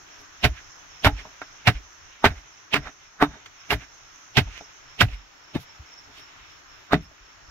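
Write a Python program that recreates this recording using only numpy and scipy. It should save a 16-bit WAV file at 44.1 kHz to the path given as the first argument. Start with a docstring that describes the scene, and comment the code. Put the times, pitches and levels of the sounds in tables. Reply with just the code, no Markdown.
"""Crunching, thumping blows close by: a wooden pole is rammed into loose soil beside a post, near a phone.
Later the pole is set down and a stone is dropped. Each blow crushes crumbs of earth, knocks the pole and
thumps the ground, which shudders on; soil trickles as the pole is pulled out.
Insects chirr over a distant outdoor rush."""
import sys
import numpy as np
from scipy import signal
from scipy.fft import rfft, irfft
from scipy.io import wavfile
from scipy.ndimage import uniform_filter1d

SR = 44100
rng = np.random.default_rng(int(sys.argv[2]) if len(sys.argv) > 2 else 0)


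def materialize(psi):
    """Save the field psi as 16-bit PCM at rate SR to the path in sys.argv[1].

    A 1-D psi becomes a single channel; in a 2-D psi each row is a channel.
    """
    bounded = np.clip(np.atleast_2d(psi).T, -1, 1)
    quanta = np.round(bounded * 32767).astype(np.int16)
    wavfile.write(sys.argv[1], SR, quanta)


N = 330750

# modes of the wooden pole: f/Hz, gain/dB, t60/s
POLE_MODES = [(181, -37.5, 0.051), (290.6, -2.5, 0.11), (423.5, -3, 0.061), (637, -14.5, 0.11),
              (730, 5.5, 0.026), (868, 1, 0.025), (1104, -9, 0.016), (1290, -7, .03), (2300, -8, 0.028),
              (2600, -10, 0.035), (3130, -12, 0.014), (3680, 3, .025)]


def undb(db):
    """dB to gain."""
    return 10 ** (np.asarray(db) / 20)


def unit(x):
    """Scale to rms 1."""
    return x / np.sqrt(np.mean(x ** 2))


def band(x, hz, *widths_hz):
    """Two-pole band-passes in series, one per width; gain 1 at the centre."""
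    for width_hz in widths_hz:
        x = signal.lfilter(*signal.iirpeak(hz, hz / width_hz, SR), x)
    return x


def walk(rate_hz):
    """Random levels, each held one period, smoothed twice."""
    hold = int(SR / rate_hz)
    steps = np.repeat(rng.standard_normal(N // hold + 1), hold)
    return uniform_filter1d(uniform_filter1d(steps, hold), hold)[:N]


def add(out, start_s, sound):
    """Mix sound into out at start_s."""
    i = int(start_s * SR)
    out[..., i:i + sound.shape[-1]] += sound[..., :N - i]


def clicks(size, scatter_db):
    """Dense clicks, a few much larger than the rest."""
    return unit(rng.standard_normal(size) * undb(scatter_db * np.minimum(rng.exponential(size=size), 5)))


def ports(right, left, lag_samples=6):
    """The ports face different ways: the left hears the hole first, with upper middle and top shaded."""
    shaded = (left - 0.58 * band(left, 2050, 2800) - 0.3 * band(left, 4500, 2100)
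              - 0.8 * band(left, 9500, 4000))
    return np.array([shaded, np.r_[np.zeros(lag_samples), right[:-lag_samples]]])


def rush():
    """Distant leaves and air: coloured noise, bands flickering apart; only the bass is alike in stereo."""
    spectrum = [(15, -15), (25, -0.5), (129, -6), (227, -15), (281, -7.5), (480, -13), (684, -7.5),
                (1410, -2), (3200, -8.5), (4700, -14.5), (6900, -12), (7500, -23), (8400, -49),
                (10000, -36.5), (11500, -30.5), (15500, -32.5)]  # noise colour: f/Hz, relative density/dB
    balance = [(60, -6), (110, 6.5), (200, 1.5), (380, 10), (700, 4), (1290, 5), (2380, -3.5), (4400, 0),
               (8120, -11), (15000, 3)]  # stereo tilt: f/Hz, left minus right/dB
    envelope = [(0.0, -49), (1.36, -49.5), (3.11, -53), (3.4, -51.5), (5.051, -50), (5.219, -52),
                (6.23, -49.5), (6.869, -50.5), (7.04, -53.5), (7.5, -50)]  # slow drift: t/s, level/dB
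    edges_hz = [0, 150, 400, 1000, 2000, 4000, 8000, SR]
    flicker_db = [3.5, 1.2, 1.2, 0.9, 1.9, 0.23, 1.5]
    f = np.maximum(np.arange(N // 2 + 1) * SR / N, 1)

    def curve_db(table):
        hz, db = np.transpose(table)
        return np.interp(np.log(f), np.log(hz), db)

    coherence = np.clip(45 / f, 0, 0.6)
    mid, side = rfft(rng.standard_normal((2, N)))
    pair = np.sqrt(1 + coherence) * mid + np.sqrt(1 - coherence) * side * np.array([[1], [-1]])
    pair *= undb(curve_db(spectrum) + np.array([[0.5], [-0.5]]) * curve_db(balance))
    pair /= np.sqrt(np.mean(irfft(pair, N) ** 2))
    out = sum(undb(db * walk(rate_hz=18)) * irfft(pair * ((f >= lo) & (f < hi)), N)
              for lo, hi, db in zip(edges_hz, edges_hz[1:], flicker_db))
    return out * undb(np.interp(np.arange(N) / SR, *np.transpose(envelope)))


def insects():
    """Fast wing clicks, smeared by distance, ring two pitches: a throbbing singer under a higher chorus."""
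    levels = [(0.0, -61, -56), (1.57, -59.5, -56), (1.75, -63, -57.5), (3.01, -62.5, -58.5),
              (3.45, -78, -58), (3.612, -62, -55.5), (4.78, -60, -56), (5.16, -61.5, -66), (5.89, -58, -64),
              (7.23, -63, -65.5), (7.5, -57.5, -64)]  # chirring before panning: t/s, singer/dB, chorus/dB
    throb_period_s, throb_peak_s = 0.2635, 0.18
    times_s, singer_db, chorus_db = np.transpose(levels)
    t = np.arange(N) / SR
    throb = undb(4.5 * np.cos(2 * np.pi * (t - throb_peak_s) / throb_period_s) + 3.4 * walk(rate_hz=53))
    singer = band(clicks((2, N), scatter_db=1.34), 5430, 350)
    singer = unit(band(band(singer, 5400, 650), 5450, 590)) * throb
    chorus = band(clicks((2, N), scatter_db=3.4), 6300, 630, 1300)
    chorus = unit(band(chorus, 5400, 770)) * undb(2.5 * walk(rate_hz=30))
    both = singer * undb(np.interp(t, times_s, singer_db)) + chorus * undb(np.interp(t, times_s, chorus_db))
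    return both * undb([[-1.5], [3]])  # toward the right


def ground():
    """Low tones swell, sag in pitch and die, roughened by the rumble of shifting earth."""
    thuds = [(.447, -14.5, 124.6, 0.073), (1.056, -14.5, 100.4, 0.13), (1.672, -8, 118.8, 0.1),
             (2.251, -13.5, 87.6, .15), (2.302, -21, 76.4, 0.065), (2.768, -21, 136, 0.084),
             (3.227, -32.5, 150, 0.21), (3.723, -28, 109.4, 0.2), (4.370, -3.5, 115.7, 0.071),
             (4.406, -21.5, 87, 0.081), (5.022, -13, 105, .096), (5.543, -21, 138, 0.12),
             (5.552, -13.5, 244.4, 0.008), (6.938, -19.5, 158.8, .17)]  # dull pushes into the ground: t/s, level/dB, f/Hz, t60/s
    shudders = [(.436, -11.5, 68, .08), (.48, -24.5, 58.6, 0.17), (1.048, -17.5, 61, 0.13),
                (1.112, -26.5, 48, 0.24), (1.735, -31, 48.6, 0.26), (2.346, -40.5, 49.3, 0.23),
                (2.785, -33, 59, 0.13), (2.844, -44, 50, .12), (3.274, -35, 59.7, 0.13),
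                (3.731, -27, 55, 0.17), (4.445, -33, 47.3, 0.33), (5.055, -21.5, 49, 0.097),
                (5.11, -33, 46.4, 0.29), (5.548, -30.5, 78, 0.12), (5.788, -39.5, 70, 0.09),
                (6.058, -51, 69.5, 0.14), (6.937, -33, 60.8, .3), (7.009, -43, 60.7, 0.11),
                (7.198, -48.5, 50, .13), (7.467, -51, 59.8, .06)]  # lower shudders that follow: t/s, level/dB, f/Hz, t60/s
    thud_swell_s, shudder_swell_s, sag_s = 0.011, 0.022, 0.045
    out, t = np.zeros((2, N)), np.arange(SR // 2) / SR
    for events, swell_s in ((thuds, thud_swell_s), (shudders, shudder_swell_s)):
        for start_s, db, hz, t60_s in events:
            swell = np.sin(np.pi / 2 * np.minimum(t / swell_s, 1)) ** 2
            decay = undb(-60 * np.maximum(t - swell_s, 0) / t60_s)
            tone = -np.sin(2 * np.pi * hz * (t + 0.0007 * (1 - np.exp(-t / sag_s))))
            mid, side = unit(band(rng.standard_normal((2, len(t))), hz, 0.72 * hz, 0.72 * hz))
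            rumble = 0.62 * mid + 0.17 * side * np.array([[1], [-1]])
            add(out, start_s, undb(db) * swell * decay * (tone + rumble))
    return out


def pole_ring(force):
    """The pole's decaying modes, driven by force."""
    out = 0
    for hz, db, t60_s in POLE_MODES:
        step = np.exp(2j * np.pi * hz / SR - np.log(1000) / (t60_s * SR))
        out = out + undb(db) * signal.lfilter([1], [1, -step], force).imag
    return out


def knocks():
    """Hard contact: a tick, a sharp crack that rings a few cycles, and a short push that rings the pole."""
    hits = [(1.047, -1.5, 2200, -16.5), (1.072, -5, 890, -14), (1.4168, -19, 1340, -32.5),
            (1.661, -19, 2500, -54), (1.675, -18, 2000, -20.5), (1.687, -23, 1000, -15),
            (2.2426, -2, 850, -5.5), (2.255, -22, 2500, -4.5), (2.737, -33, 2480, -42),
            (2.743, 3.5, 2330, -35), (2.753, -19, 1490, -21.5), (2.871, -23, 1330, -48),
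            (3.2253, 0, 1130, 0), (3.463, -42.5, 2950, -80), (3.7047, -6.5, 2390, -47),
            (3.72, -17, 1120, -28), (3.727, -12.5, 895, -23), (4.368, -27, 2800, -28),
            (4.578, -22, 2980, -66), (4.61, -32, 695, -48), (5.007, -25, 2800, -38),
            (5.016, -0.5, 1470, -22), (6.933, 0, 1460, -2.5), (6.944, -20, 2000, -35)]  # knocks on stone or wood: t/s, crack level/dB, crack f/Hz, pole drive/dB
    cracks, force = np.zeros(N), np.zeros(N)
    t = np.arange(400) / SR
    tick = np.exp(-t / 0.00015) * np.sin(2 * np.pi * 4200 * t)
    for start_s, crack_db, hz, pole_db in hits:
        crack = np.exp(-t * hz / 1.9) * np.sin(2 * np.pi * hz * t)
        add(cracks, start_s, -undb(crack_db) * (crack + 0.35 * tick))
        add(force, start_s, undb(pole_db) * np.hanning(40) / 50)
    sound = cracks + pole_ring(force)
    return ports(sound, sound)


def crunch(t, db, treble_db, pole_db, *, rise_s, hold_s, t60_s, hz, q, entry_db=0):
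    """Sound and pole force of crumbs breaking at t = 0; hz and q are pairs: (on entry, dug in)."""
    # bright treble of the crunch, with the microphone's peak near 11.5 kHz: f/Hz, width/Hz, gain/dB
    treble_bands = [(3980, 2600, -2), (6840, 1200, 4), (11570, 1600, 7), (13600, 6000, -3.5)]
    bite_s, spray_db, spray_t60_s = 0.0015, -30.5, 0.28
    attack_db = entry_db * np.clip(-t / bite_s, 0, 1) + 30 * np.minimum(t, 0) / rise_s
    envelope = undb(db + attack_db - 60 * np.maximum(t - hold_s, 0) / t60_s)
    crumbs = clicks((2, len(t)), scatter_db=3.2)
    treble = unit(sum(undb(gain_db) * band(crumbs, f, width, width) for f, width, gain_db in treble_bands))
    entry, dug = (unit(band(crumbs, f, f / sharpness, 1.07 * f / np.sqrt(sharpness)))
                  for f, sharpness in zip(hz, q))
    depth = np.clip((t + 0.18 * rise_s) / (0.22 * rise_s + 0.41 * hold_s), 0, 1)
    body = np.sqrt(1 - depth) * entry + np.sqrt(depth) * dug
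    top = undb(treble_db - 1.7 * (2.5 - depth)) * treble
    # fine sand keeps falling afterwards
    spray = undb(db + treble_db + spray_db - 60 * t / spray_t60_s) * np.clip(t / hold_s, 0, 1) * treble
    force = envelope * undb(pole_db) * rng.standard_normal((2, len(t)))
    return np.array([envelope * (body + top) + spray, force])


def soil():
    """Blows, scrapes and clods crush crumbs of earth; the same shaking rings the pole."""
    # nine strokes, the pole set down, the stone:
    # t/s, level/dB, entry offset/dB, hold/s, entry f/Hz, dug-in f/Hz, treble/dB, pole drive/dB
    blows = [(0.441, -13, -5, 0.011, 2830, 2070, -15.5, -33),
             (1.046, -13, -8, 0.023, 2870, 1690, -15.5, -34),
             (1.672, -10.5, -6.5, 0.011, 2320, 1910, -18, -35),
             (2.244, -11, -10.5, 0.018, 1220, 1740, -20.5, -34),
             (2.736, -18, -0.5, 0.029, 2670, 1650, -20.5, -37),
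             (3.219, -16.5, 2.5, 0.018, 1380, 1073, -23, -33.5),
             (3.706, -20, -9, 0.027, 2470, 1900, -12, -33), (4.37, -12, -7, 0.016, 2760, 2130, -17, -36.5),
             (5.009, -9.5, -4, 0.0078, 2690, 1940, -15, -35),
             (5.55, -34, -1, 0.016, 2740, 1890, -16.5, -28), (6.925, -21, 1, 0.019, 1270, 1630, -23, -31)]
    # soil trickling as the pole is pulled out or a hand rakes it:
    # t/s, level/dB, 30 dB rise/s, f/Hz, treble/dB, pole drive/dB
    scrapes = [(0.202, -62, 0.08, 4000, 0, -22), (.58, -45, 0.17, 2230, -41, -44.5),
               (1.193, -40, 0.12, 2400, -26, -38.5), (1.757, -43.5, 0.086, 2440, -32, -41),
               (2.301, -41, 0.015, 1930, -22, -31.5), (2.378, -50, 0.18, 2280, -16, -34),
               (2.867, -39, 0.13, 1740, -50, -31.5), (3.35, -50.5, 0.28, 1690, -42, -24.5),
               (3.82, -43.5, .11, 2080, -23.5, -37.5), (4.574, -43.5, 0.39, 2400, -20.5, -49),
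               (5.132, -45, 0.19, 2560, -17, -57), (5.608, -55, .075, 4000, 5, -44.5),
               (6.092, -67, 0.22, 1000, -32, -17.5), (6.182, -47, 0.12, 3370, -10, -39.5),
               (6.5, -58.5, .02, 3950, -15, -65), (7.023, -56, 0.024, 2970, -8, -47)]
    # clods and pebbles cracking or landing: t/s, level/dB, t60/s, f/Hz, Q, pole drive/dB
    clods = [(1.085, -30, .1, 830, 27, -33), (1.254, -43, .11, 820, 2, -28),
             (1.418, -32.5, 0.071, 1480, 1.6, -38), (3.461, -38, 0.053, 1800, 0.51, -46),
             (4.472, -48.5, .1, 850, 2.5, -29), (4.610, -51, 0.061, 740, 0.67, -18),
             (5.086, -42, 0.043, 2600, 7.4, -31), (7.113, -54.5, 0.054, 543, 4, -40)]
    lead_s = 0.2
    t = np.arange(SR // 2) / SR - lead_s
    tracks = np.zeros((2, 2, N))
    for at_s, db, entry_db, hold_s, entry_hz, dug_hz, treble_db, pole_db in blows:
        blow = crunch(t, db, treble_db, pole_db, rise_s=0.025, hold_s=hold_s, t60_s=0.076,
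                      hz=(entry_hz, dug_hz), q=(2.16, 1.024), entry_db=entry_db)
        add(tracks, at_s - lead_s, blow)
    for at_s, db, rise_s, hz, treble_db, pole_db in scrapes:
        scrape = crunch(t, db, treble_db, pole_db, rise_s=rise_s, hold_s=0.018, t60_s=0.1,
                        hz=(hz, 0.88 * hz), q=(1.4, 1.4))
        add(tracks, at_s - lead_s, scrape)
    for at_s, db, t60_s, hz, q, pole_db in clods:
        clod = crunch(t, db, treble_db=-39, pole_db=pole_db, rise_s=0.0091, hold_s=0.0037, t60_s=t60_s,
                      hz=(hz, hz), q=(q, q))
        add(tracks, at_s - lead_s, clod)
    grit, force = tracks
    pole = pole_ring(force)
    # crumbs break all round the hole, so the ports agree less at high frequencies
    shared = signal.sosfilt(signal.butter(1, 4000, fs=SR, output="sos"), grit[0])
    apart = signal.sosfilt(signal.butter(1, 1300, "high", fs=SR, output="sos"), grit[1])
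    return ports(right=grit[0] + pole[0], left=0.56 * shared + 1.1 * apart + 0.93 * pole[0] + 0.5 * pole[1])


def scene():
    """All sources at the two microphone ports."""
    return soil() + knocks() + ground() + rush() + insects()


def record(dry):
    """The microphone dips near 9 kHz; the phone clips the loudest peaks and cuts the top."""
    cutoff_hz = 15750
    dipped = dry - 0.64 * band(dry, 8740, 4100)
    lowpass = signal.ellip(16, 0.2, 90, cutoff_hz, fs=SR, output="sos")
    return signal.sosfilt(lowpass, np.clip(dipped, -1, 1))


dry = scene()
out = record(dry)
materialize(out)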